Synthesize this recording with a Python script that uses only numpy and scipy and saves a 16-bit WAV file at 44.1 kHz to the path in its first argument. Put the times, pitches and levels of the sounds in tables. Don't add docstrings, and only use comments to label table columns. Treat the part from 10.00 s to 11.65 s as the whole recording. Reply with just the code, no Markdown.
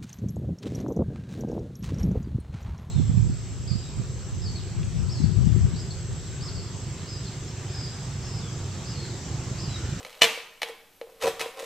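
import sys
import numpy as np
from scipy import signal
from scipy.fft import rfft, irfft, next_fast_len
from scipy.io import wavfile
from scipy.ndimage import uniform_filter1d

SR = 44100
rng = np.random.default_rng(int(sys.argv[2]) if len(sys.argv) > 2 else 0)


def generate_wav(signal):
    frames = np.transpose(np.atleast_2d(signal))
    scaled = np.clip(frames, -1, 1) * 32767
    pcm = np.round(scaled).astype(np.int16)
    wavfile.write(sys.argv[1], SR, pcm)


N = 72765

# f/Hz, density/dB
HISS_SPECTRUM = [(25, 10.5), (60, -15), (120, -8), (180, -3.5), (300, -10.5), (500, -4), (1100, -8.5),
                 (2600, -10), (4600, -12.5), (14900, -14.5)]
# f/Hz, level/dB, t60/s
ROOM_TAIL = [(62.4, 2.5, 0.8), (187, 6, 0.17), (492, -2, .55), (1220, -2.5, 0.69), (2620, -1, 0.62),
             (5960, -4.5, 0.57), (13750, 1, 0.47)]
# f/Hz, level/dB, t60/s
NOOK_TAIL = [(60, -7, 0.069), (510, -6.5, 0.038), (2470, -1, 0.17), (7110, -1, 0.083), (13630, 5.5, 0.12)]
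# f/Hz, likeness/0-1
TAIL_LIKENESS = [(60, .8), (400, 0.99), (1500, 0.92), (3000, 0.87), (6000, 0.7), (14000, 0.7)]
# delay/s, gain
WALL_ECHOES = [(.00165, 0.35), (.00335, 0.34), (.0051, .16)]
# t/s, level/dB
RUMBLE_LEVELS = [(0, -81), (0.05, -57), (0.101, -77.5), (1.215, -70), (1.243, -40.5), (1.281, -43.5),
                 (1.31, -54.5), (1.371, -60), (1.48, -60.5), (1.55, -73), (1.65, -69)]
# f/Hz, half-width/Hz, level/dB
RUMBLE_RESONANCES = [(80, 18, -6.5), (182, 22, -5.5), (283.4, 13, -1.5), (378, 8.3, -0.5)]
# t/s, body level/dB, scratch level/dB
RUB_LEVELS = [(0, -42, -52), (0.04, -56.5, -56.5), (0.071, -47.5, -55.5), (0.11, -65, -55),
              (0.199, -53.5, -56.5), (0.26, -45, -92), (0.64, -72, -61), (0.687, -43.5, -47.5),
              (0.72, -54, -74), (0.949, -78, -75), (1.109, -55, -67.5), (1.188, -63.5, -65.5),
              (1.222, -38, -38), (1.236, -29, -35), (1.262, -29.5, -38.5), (1.282, -21.5, -35.5),
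              (1.296, -55, -52), (1.34, -83, -89), (1.384, -58, -64), (1.393, -49, -34), (1.412, -34, -33),
              (1.427, -36, -51.5), (1.468, -44.5, -48.5), (1.51, -64, -92), (1.555, -49.5, -65),
              (1.587, -39.5, -47), (1.612, -45, -38), (1.65, -55, -52)]
# f/Hz, full bandwidth/Hz, level/dB
BODY_RESONANCES = [(452.7, 7.3, 1), (494.1, 5.8, -5), (536, 5.3, -2), (618, 8.4, -3.5), (752, 25, -9),
                   (975, 10, -11), (1042, 16, -10), (1378, 53, -29.5)]
# f/Hz, density/dB
SCRATCH_SPECTRUM = [(30, -21.5), (150, -13), (300, -18.5), (550, -17), (1000, 4), (1600, 1.5), (2400, 2),
                    (3800, 1.5), (4700, -3.5), (6200, -4), (9000, -9), (14500, -18.5)]
# t/s, level/dB
FINGER_SLIPS = [(0.05, -41.5), (0.6188, -31), (1.2078, -47), (1.2150, -38.5), (1.2272, -34), (1.2375, -29),
                (1.2493, -41.5), (1.2579, -31), (1.2704, -28), (1.277, -29.5), (1.2850, -35.5),
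                (1.4085, -31), (1.599, -44)]
# t/s, level/dB
FINGER_BUMPS = [(0.3750, -37), (0.3880, -52), (0.6965, -39.5), (1.0140, -33.5), (1.0720, -49),
                (1.0920, -48.5), (1.2390, -23), (1.2580, -25.5), (1.2690, -57), (1.2780, -25.5),
                (1.4110, -37.5), (1.4600, -33), (1.5670, -50), (1.6060, -38), (1.6280, -36.5)]
# f/Hz, level/dB, t60/s
BOOM_MODES = [(453, 0, .105), (505, -5, .045), (630, -19, .08), (813, -18, .09), (1070, -22, .04),
              (1440, -24, .04)]
# t/s, level/dB, boom/dB re the click
WALL_CLICKS = [(0.0497, -37, -19), (0.066, -48, -30), (0.1290, -47, -30), (0.1450, -50, -28),
               (0.6196, -26.5, -16.5), (0.6313, -24, -9.5), (0.694, -54.5, 11), (1.0137, -43.5, -20.5),
               (1.4080, -29, -10.5)]
# f/Hz, level/dB, t60/s
WALL_MODES = [(821, -11.5, .022), (2247, 3.5, 0.036), (2970, -18, 0.054), (4080, -10, 0.029),
              (5460, -12.5, .01)]
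# f/Hz, density/dB
SNAP_SPECTRUM = [(60, -49.5), (150, -22.5), (300, -27), (520, -2), (850, 5.5), (1200, -8), (1500, -6),
                 (2300, 1), (4000, -2), (7500, -21), (11000, -16.5), (14500, -42)]
# t/s, level/dB, boom/dB re the knock
HARD_KNOCKS = [(0.2115, -37.5, -19.5), (0.2150, -26.5, -7.5), (0.2179, -21.5, -25.5),
               (0.2191, -11.5, -17.5), (0.2222, -25.5, -20.5), (0.2319, -16.5, -13), (0.241, -18.5, -8),
               (0.2455, -23.5, -23.5)]
# f/Hz, level/dB, t60/s
KNOCK_MODES = [(689, -17, .12), (1000, -22, .08), (1825, -18, .08), (2073, -17, .24), (2300, -19, .22),
               (2379, -6, .065), (2606, -18, .16), (2850, -13, .09), (2928, -7, .05), (3000, -4, .055),
               (3157, -14, .06), (3542, -10, .065), (4152, -13, .05), (5308, -17, .05), (5800, -6, .02),
               (7472, -15, .05)]
# f/Hz, density/dB
CRACK_SPECTRUM = [(30, -26), (100, -25.5), (180, -9.5), (320, -15), (480, -6.5), (1050, -4), (1300, -6.5),
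                  (1850, -4), (2700, 1), (4500, -6), (5800, -7.5), (8500, -14.5), (14500, -26)]

HISS_DB, HISS_LIKENESS = -59.5, 0.84
WHINE_DB, WHINE_HZ, WHINE_HALF_WIDTH_HZ = -71, 12290, 60
GRAINS_PER_S, GRAIN_SPREAD_DB, SLIP_S = 1100, 5.5, .0011
BODY_LOW_HZ, BODY_HIGH_HZ, METAL_LOW_HZ = 355, 1800, 453
SNAP_SEND, RING_SEND, HOLLOW_SEND = .68, .15, .4


def amp(db):
    return 10 ** (np.asarray(db) / 20)


def unit_rms(x):
    return x / np.sqrt(np.mean(x ** 2) + 1e-20)


def unit_hit(x):
    return x / np.linalg.norm(x) * np.sqrt(SR / 100)


def lookup(table, hz, column=1):
    columns = np.transpose(table)
    return np.interp(np.log(hz + 1), np.log(columns[0] + 1), columns[column])


def filtered(x, gain):
    size = 2 * next_fast_len(N)
    return irfft(rfft(x, size) * gain(np.fft.rfftfreq(size, 1 / SR)), size)[..., :N]


def stereo(x, likeness):
    mid = filtered(x[0], lambda hz: np.sqrt((1 + likeness(hz)) / 2))
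    side = filtered(x[1], lambda hz: np.sqrt((1 - likeness(hz)) / 2))
    return np.array([mid + side, mid - side])


def play(events, sound):
    track = np.zeros(N + len(sound))
    for start_s, db, *_ in events:
        at = round(start_s * SR)
        track[at:at + len(sound)] += amp(db) * sound
    return track[:N]


def background():
    noise = stereo(rng.standard_normal((2, N)), lambda hz: HISS_LIKENESS)
    hiss = filtered(noise, lambda hz: amp(lookup(HISS_SPECTRUM, hz)))
    whine = filtered(rng.standard_normal(N),
                     lambda hz: 1 / (1 + ((hz - WHINE_HZ) / WHINE_HALF_WIDTH_HZ) ** 2))
    return amp(HISS_DB) * unit_rms(hiss) + amp(WHINE_DB) * unit_rms(whine)


def diffuse_tail(x, bands, rise_s):
    hz, t, noise = signal.stft(rng.choice([-1., 1.], (2, N)), SR, nperseg=256)
    rate = np.log(1000) / lookup(bands, hz, column=2)[:, None]
    decay = np.sqrt(2 * rate / SR) * np.exp(-rate * t)
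    spectra = noise * amp(lookup(bands, hz))[:, None] * decay
    response = signal.istft(spectra, SR, nperseg=256)[1][:, :N]
    response = stereo(response, lambda f: lookup(TAIL_LIKENESS, f))
    response *= 1 - np.exp(-(np.arange(N) / SR / rise_s) ** 2)
    return signal.fftconvolve(x[None], response, axes=1)[:, :N]


def nook_echoes(x):
    return x + sum(gain * np.pad(x, (round(delay_s * SR), 0))[:N] for delay_s, gain in WALL_ECHOES)


def even_grip(x, window_s=.0227):
    size = round(window_s * SR)
    power = uniform_filter1d(uniform_filter1d(x ** 2, size), size)
    return x / np.sqrt(abs(power) + 1e-20)


def grip_rumble():
    def resonances(hz):
        return sum(amp(db) / (1 + ((hz - f) / width) ** 2) for f, width, db in RUMBLE_RESONANCES)

    level_db = np.interp(np.arange(N) / SR, *np.transpose(RUMBLE_LEVELS))
    return even_grip(filtered(rng.standard_normal(N), resonances)) * amp(level_db)


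def hollow_body(hz):
    peaks = sum(amp(db) / (1 + 2j * (hz - f) / width) for f, width, db in BODY_RESONANCES)
    return peaks / (1 + (hz / BODY_HIGH_HZ) ** 4) / (1 + (BODY_LOW_HZ / (hz + 1)) ** 4)


def skin_scratch(friction):
    return unit_rms(filtered(friction, lambda hz: amp(lookup(SCRATCH_SPECTRUM, hz))))


def rubbing():
    t = np.arange(N) / SR
    times, body_db, scratch_db = np.transpose(RUB_LEVELS)
    grains = rng.standard_normal((2, N)) * (rng.random((2, N)) < GRAINS_PER_S / SR)
    grains *= amp(GRAIN_SPREAD_DB * np.minimum(rng.exponential(1, (2, N)), 3))
    body = even_grip(filtered(grains[0], hollow_body)) * amp(np.interp(t, times, body_db))
    scratch = skin_scratch(grains[1]) * amp(np.interp(t, times, scratch_db))
    slip_envelope = sum(amp(db) * np.exp(-.5 * ((t - at) / SLIP_S) ** 2) for at, db in FINGER_SLIPS)
    slips = skin_scratch(rng.standard_normal(N)) * slip_envelope
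    return body, scratch + slips


def ring(modes, low_hz, bend=0, settle_s=1):
    t = np.arange(SR // 2) / SR
    bent_t = t + bend * settle_s * (1 - np.exp(-t / settle_s))
    sines = sum(amp(db - 60 * t / t60) * np.sin(2 * np.pi * hz * bent_t) for hz, db, t60 in modes)
    low_cut = signal.butter(3, low_hz, "high", fs=SR, output="sos")
    return unit_hit(signal.sosfilt(low_cut, sines))


def hollow_booms():
    thuds = [(at, db + boom_db) for at, db, boom_db in HARD_KNOCKS + WALL_CLICKS]
    return play(FINGER_BUMPS + thuds, ring(BOOM_MODES, low_hz=347, bend=.16, settle_s=.0077))


def metal_ringing():
    knocked = play(HARD_KNOCKS, ring(KNOCK_MODES, METAL_LOW_HZ))
    clicked = play(WALL_CLICKS, ring(WALL_MODES, METAL_LOW_HZ))
    return amp(-3) * knocked + amp(-6) * clicked


def tick(spectrum, size=4096):
    hz = abs(np.fft.fftfreq(size, 1 / SR))
    log_gain = np.log(amp(lookup(spectrum, hz)))
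    minimum_phase = np.exp(np.conj(signal.hilbert(log_gain)))
    return unit_hit(np.fft.ifft(minimum_phase).real[:size // 2])


def contact(spectrum, fade_s, rattle):
    t = np.arange(SR // 20) / SR
    fade = amp(-60 * t / fade_s)
    chatter = rng.standard_normal(len(t)) * fade
    chatter *= rattle / np.linalg.norm(chatter)
    chatter[0] += 1
    for _ in range(10):
        bins = rfft(chatter)
        chatter = irfft(bins / (abs(bins) + 1e-12), len(t)) * np.minimum(10 * fade, 1)
    return unit_hit(signal.fftconvolve(chatter, tick(spectrum)))


def wall_snaps():
    snaps = sum(play([click], contact(SNAP_SPECTRUM, fade_s=.004, rattle=.9)) for click in WALL_CLICKS)
    return amp(-6) * snaps


def knock_cracks():
    cracks = sum(play([hit], contact(CRACK_SPECTRUM, fade_s=.02, rattle=2.47)) for hit in HARD_KNOCKS)
    return amp(-6) * cracks


def scene():
    cracks, snaps = knock_cracks(), wall_snaps()
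    ringing, booms = metal_ringing(), hollow_booms()
    body, scratch = rubbing()
    close = nook_echoes(cracks + snaps + ringing) + booms + body + scratch
    send = cracks + scratch + SNAP_SEND * snaps + RING_SEND * ringing + HOLLOW_SEND * (booms + body)
    nook = diffuse_tail(send, NOOK_TAIL, rise_s=.0005)
    room = diffuse_tail(send, ROOM_TAIL, rise_s=.0064)
    return close + nook + room + grip_rumble() + background()


def record(dry):
    low_pass = signal.firwin(401, 15000, window=("kaiser", 8), fs=SR)
    return signal.oaconvolve(np.clip(dry, -1, 1), low_pass[None], "same")


dry = scene()
out = record(dry)
generate_wav(out)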